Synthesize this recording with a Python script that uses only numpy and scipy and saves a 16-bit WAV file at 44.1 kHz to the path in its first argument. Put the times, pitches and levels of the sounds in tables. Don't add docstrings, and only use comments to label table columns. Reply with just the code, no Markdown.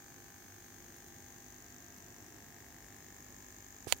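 import sys
import numpy as np
from scipy import signal
from scipy.fft import rfft, irfft
from scipy.io import wavfile
from scipy.ndimage import uniform_filter1d, map_coordinates

SR = 44100
rng = np.random.default_rng(int(sys.argv[2]) if len(sys.argv) > 2 else 0)


def dump_mix(stems):
    frames = np.atleast_2d(stems).T
    limited = np.clip(frames, -1, 1)
    pcm = np.round(limited * 32767).astype(np.int16)
    wavfile.write(sys.argv[1], SR, pcm)


N = 176400

# multiple of the mains, starting level in dB, drift in dB per second.
HUM_LINES = [(1, -74.5, 1), (2, -72, 0.5), (3, -84, -1), (4, -75.5, -0.5), (5, -68, -0.44),
             (6, -79.5, -0.5), (7, -70, -2), (14, -73, -0.5), (16, -70, -.7), (18, -80, -0.5)]
# start in ms into the mains cycle, relative level in dB, decay in ms.
RATTLE_BURSTS = [(5.6, -26, 2.5), (12.8, 8, 1.3)]
KNOCK_BURSTS = [(1.7, 1, 1.24), (5.8, -10, 0.97), (12.5, -10.5, 1.2)]
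SIZZLE_BURSTS = [(1.5, -2, 0.32), (2.6, 1.5, 0.82), (3.3, -1, 1.06), (12.5, -18, 2.5)]
# frequency in Hz, left and right level in dB per Hz.
RATTLE_SPECTRUM = [(450, -118, -118), (650, -106, -105), (760, -99, -94), (890, -99, -99),
                   (1130, -105, -108), (1510, -122, -122)]
KNOCK_SPECTRUM = [(880, -112, -112), (1040, -100, -103), (1240, -95.5, -102), (1430, -99, -101),
                  (1600, -89, -87.5), (1857, -91, -92), (2020, -96, -97), (2220, -96, -99),
                  (2480, -108, -108), (2800, -109, -110), (3220, -118, -118), (4530, -130, -130)]
NARROW_SIZZLE_SPECTRUM = [(2900, -122, -118), (3420, -107, -106), (3870, -120, -117), (4800, -101.5, -106),
                          (5130, -106, -109), (5650, -95.5, -110), (6030, -94.5, -118), (6230, -86, -116),
                          (6550, -85, -114), (7000, -92.5, -112), (7480, -94, -111), (7900, -104, -114),
                          (8550, -102, -102), (9000, -112, -115), (15300, -114, -108)]
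WIDE_SIZZLE_SPECTRUM = [(2930, -120, -116), (3450, -109, -107), (4170, -114, -113), (4900, -99.5, -107),
                        (5200, -103, -109), (5750, -95, -112), (6000, -90.5, -116), (6200, -92, -116),
                        (6500, -87.5, -115), (6960, -92, -114), (7500, -90, -113), (7700, -102, -116),
                        (8500, -106, -107), (9000, -116, -117), (15300, -114, -108)]
# time in seconds, gain in dB.
PLATE_FADE = [(0, -2.5), (1.3, 0.5), (2.2, 0.3), (3, 0), (4, -1)]
# frequency in Hz, left and right level in dB per Hz.
RUMBLE_SPECTRUM = [(20, -118, -118), (32.8, -106, -106), (48, -83, -88), (62.5, -90.5, -90.5),
                   (82, -82.5, -83), (120, -85, -85.5), (176, -91, -91), (247, -87, -87.5), (369, -89, -86),
                   (493, -98.5, -98), (990, -102, -101), (2540, -116, -116), (5000, -135, -135)]
HISS_SPECTRUM = [(25.1, -118, -118), (59, -90, -87.5), (500, -102, -102), (1260, -103, -100),
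                 (2190, -102, -100), (2900, -105, -103), (3950, -106, -103.5), (6500, -104, -106),
                 (8300, -107, -104), (9600, -109, -107), (11700, -110, -103), (12300, -110, -106),
                 (15200, -108, -101)]
# start in seconds, level in dB.
MIC_TICKS = [(.345, -64), (.962, -55), (1.072, -56.5), (1.97, -54), (2.957, -56), (3.968, -54.5)]
FINGER_BUMPS = [(3.8704, -27.5), (3.8729, -29)]
# frequency in Hz, relative level in dB.
TICK_SPECTRUM = [(4000, -6), (9500, -7), (11300, 7), (12500, -1), (15000, 1)]
BUMP_SPECTRUM = [(25, -34), (60, -5), (115, 3), (300, -1), (650, -3), (1050, -20), (3000, -36), (9000, -43)]
RUB_SPECTRUM = [(200, -2), (1000, -2), (3000, -0.5), (4300, 1), (7000, -0.5), (9500, 0), (12000, -6),
                (15000, -5.5)]
CRACK_SPECTRUM = [(60, -22), (250, -1), (600, 5), (1400, -1.5), (2500, 4.5), (7000, -3.5), (10500, -3),
                  (12300, -22), (14500, -20)]
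# frequency in Hz, level in dB, time to fall 60 dB in seconds.
CASING_MODES = [(553, -18, .013), (739, -20, 0.016), (945, -17, 0.013), (2060, -5.5, 0.0047),
                (2540, -12.5, 0.0069), (3126, -10.5, 0.0073), (4430, -8.5, 0.0046), (6920, -4.5, 0.0058),
                (9000, -10, 0.0035), (10500, -14.5, 0.0036), (14400, -7, .003)]

MAINS_HZ = 49.967


def undb(db):
    return 10 ** (np.asarray(db) / 20)


def pan(x, db):
    return x * undb(np.minimum([[db], [-db]], 0))


def colour(x, spectrum, column=1, size=8192):
    points = np.array(spectrum, float)
    hz = np.maximum(np.arange(size + 1) * SR / (2 * size), 1)
    gain = undb(np.interp(np.log(hz), np.log(points[:, 0]), points[:, column]))
    cepstrum = irfft(np.log(gain))
    cepstrum[1:size] *= 2
    cepstrum[size + 1:] = 0
    response = irfft(np.exp(rfft(cepstrum)))[:size]
    return signal.oaconvolve(x, response)[:N]


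def colour_pair(pair, spectrum):
    sides = [colour(x / x.std(), spectrum, column=side + 1) for side, x in enumerate(pair)]
    return np.array(sides) * np.sqrt(SR / 2)


def noise(spectrum):
    grain = colour(rng.standard_normal(N), spectrum)
    return grain / grain.std()


def wander(rate_hz):
    hold = int(SR / rate_hz)
    steps = np.repeat(rng.standard_normal(N // hold + 1), hold)
    drift = uniform_filter1d(uniform_filter1d(steps, hold), hold)[:N]
    return (drift - drift.mean()) / drift.std()


def core_hum(t, waver_db=2):
    hum = 0
    for multiple, db, db_per_s in HUM_LINES:
        amplitude = np.sqrt(2) * undb(db + db_per_s * t + waver_db * wander(1.85))
        hum += amplitude * np.sin(2 * np.pi * (multiple * MAINS_HZ * t + rng.random()))
    return pan(hum, db=-2)


def reflections(t, pattern_s=0.91):
    period = int(SR / MAINS_HZ)
    patterns = rng.standard_normal(period * (int(t[-1] / pattern_s) + 2))
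    place, blend = np.divmod(t / pattern_s, 1)
    position = place + t * MAINS_HZ % 1
    here, ahead = (map_coordinates(patterns, [(position + k) * period], order=3) for k in (0, 1))
    return here * np.cos(blend * np.pi / 2) + ahead * np.sin(blend * np.pi / 2)


def buzz(t, bursts, spectrum, snap, rough, room_db, room_rough, attack_ms=0.15):
    cycle_ms, samples_per_ms = 1000 / MAINS_HZ, SR / 1000
    power, snaps = undb(room_db) ** 2, 0
    for start_ms, db, decay_ms in bursts:
        age_ms = (t * MAINS_HZ - start_ms / cycle_ms) % 1 * cycle_ms
        envelope = undb(db) * np.minimum(age_ms / attack_ms, 1) * np.exp(-age_ms / decay_ms)
        power += envelope ** 2
        impulse = np.sinc(np.minimum(age_ms, cycle_ms - age_ms) * samples_per_ms)
        snaps += undb(db) * np.sqrt(decay_ms * samples_per_ms / 2) * impulse
    loose = np.sqrt(rough ** 2 * power + (room_rough * undb(room_db)) ** 2)
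    pair = [snap * snaps + np.sqrt(power) * reflections(t) + loose * rng.standard_normal(N)
            for _ in range(2)]
    return colour_pair(pair, spectrum)


def plate_clatter(t):
    rattle = buzz(t, RATTLE_BURSTS, RATTLE_SPECTRUM, snap=0.71, rough=0.35, room_db=-9.5, room_rough=0.33)
    knock = buzz(t, KNOCK_BURSTS, KNOCK_SPECTRUM, snap=1.12, rough=0.25, room_db=-16, room_rough=0.25)
    return (rattle + knock) * undb(np.interp(t, *np.array(PLATE_FADE).T))


def plate_sizzle(t, widen_at_s=0.86, widen_for_s=0.77):
    narrow = buzz(t, SIZZLE_BURSTS, NARROW_SIZZLE_SPECTRUM,
                  snap=0.39, rough=0.3, room_db=-16.5, room_rough=0.66)
    wide = buzz(t, SIZZLE_BURSTS, WIDE_SIZZLE_SPECTRUM,
                snap=0.26, rough=0.26, room_db=-16, room_rough=0.65)
    wide_share = np.clip((t - widen_at_s) / widen_for_s, 0, 1)
    return np.sqrt(1 - wide_share) * narrow + np.sqrt(wide_share) * wide


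def whistle(t, hz=14309, left_db=-76.5, right_db=-65, waver_db=0):
    level_db = np.array([[left_db], [right_db]]) + waver_db * wander(8)
    return np.sqrt(2) * undb(level_db) * np.sin(2 * np.pi * hz * t)


def room_tone(swell_db=1):
    rumble = rng.standard_normal(N) * undb(swell_db * wander(2.6))
    hiss = rng.standard_normal((2, N))
    return colour_pair([rumble, rumble], RUMBLE_SPECTRUM) + colour_pair(hiss, HISS_SPECTRUM)


def microphone_ticks(t, length_s=0.016):
    ticks = 0
    for start_s, db in MIC_TICKS:
        envelope = np.sin(np.pi * np.clip((t - start_s) / length_s, 0, 1))
        ticks += undb(db) * envelope * noise(TICK_SPECTRUM)
    return pan(ticks, db=-8)


def strike(t, start_s, spectrum):
    push = colour(np.sinc((t - start_s) * SR), spectrum)
    return push / np.abs(push).max()


def finger_bump(t):
    bump = sum(undb(db) * strike(t, start_s, BUMP_SPECTRUM) for start_s, db in FINGER_BUMPS)
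    return pan(bump, db=-17.5)


def finger_rub(t, start_s=3.872, length_s=0.069, fade_s=0.0063, rub_db=-42, catch_s=3.8838, catch_db=-29):
    contact = np.clip(np.minimum(t - start_s, start_s + length_s - t) / fade_s, 0, 1)
    friction = undb(rub_db) * contact * noise(RUB_SPECTRUM)
    catch = undb(catch_db) * strike(t, catch_s, RUB_SPECTRUM)
    return pan(friction + catch, db=-27)


def mode(age, hz, db, t60_s):
    return undb(db) * np.exp(-np.log(1000) * age / t60_s) * np.sin(2 * np.pi * hz * age)


def casing_click(t, start_s=3.924, attack_s=0.00054):
    crack_db, crack_s, tail_db, tail_s = -16, 0.00081, -32, 0.0055
    age = np.maximum(t - start_s, 0)
    ring = sum((-1) ** k * mode(age, *row) for k, row in enumerate(CASING_MODES))
    decay = undb(crack_db) * np.exp(-age / crack_s) + undb(tail_db) * np.exp(-age / tail_s)
    crack = decay * noise(CRACK_SPECTRUM)
    attack = np.minimum(age / attack_s, 1)
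    thump = mode(age, hz=76, db=-33, t60_s=0.085)
    return pan(attack * (ring + crack), db=-18) + np.array([thump, -thump])


def scene():
    t = np.arange(N) / SR
    steady = core_hum(t) + plate_clatter(t) + plate_sizzle(t) + whistle(t) + room_tone()
    handling = microphone_ticks(t) + finger_bump(t) + finger_rub(t) + casing_click(t)
    return steady + handling


def record(dry):
    top_hz = 15750
    return signal.sosfilt(signal.ellip(10, 0.1, 80, top_hz, fs=SR, output="sos"), dry)


dry = scene()
out = record(dry)
dump_mix(out)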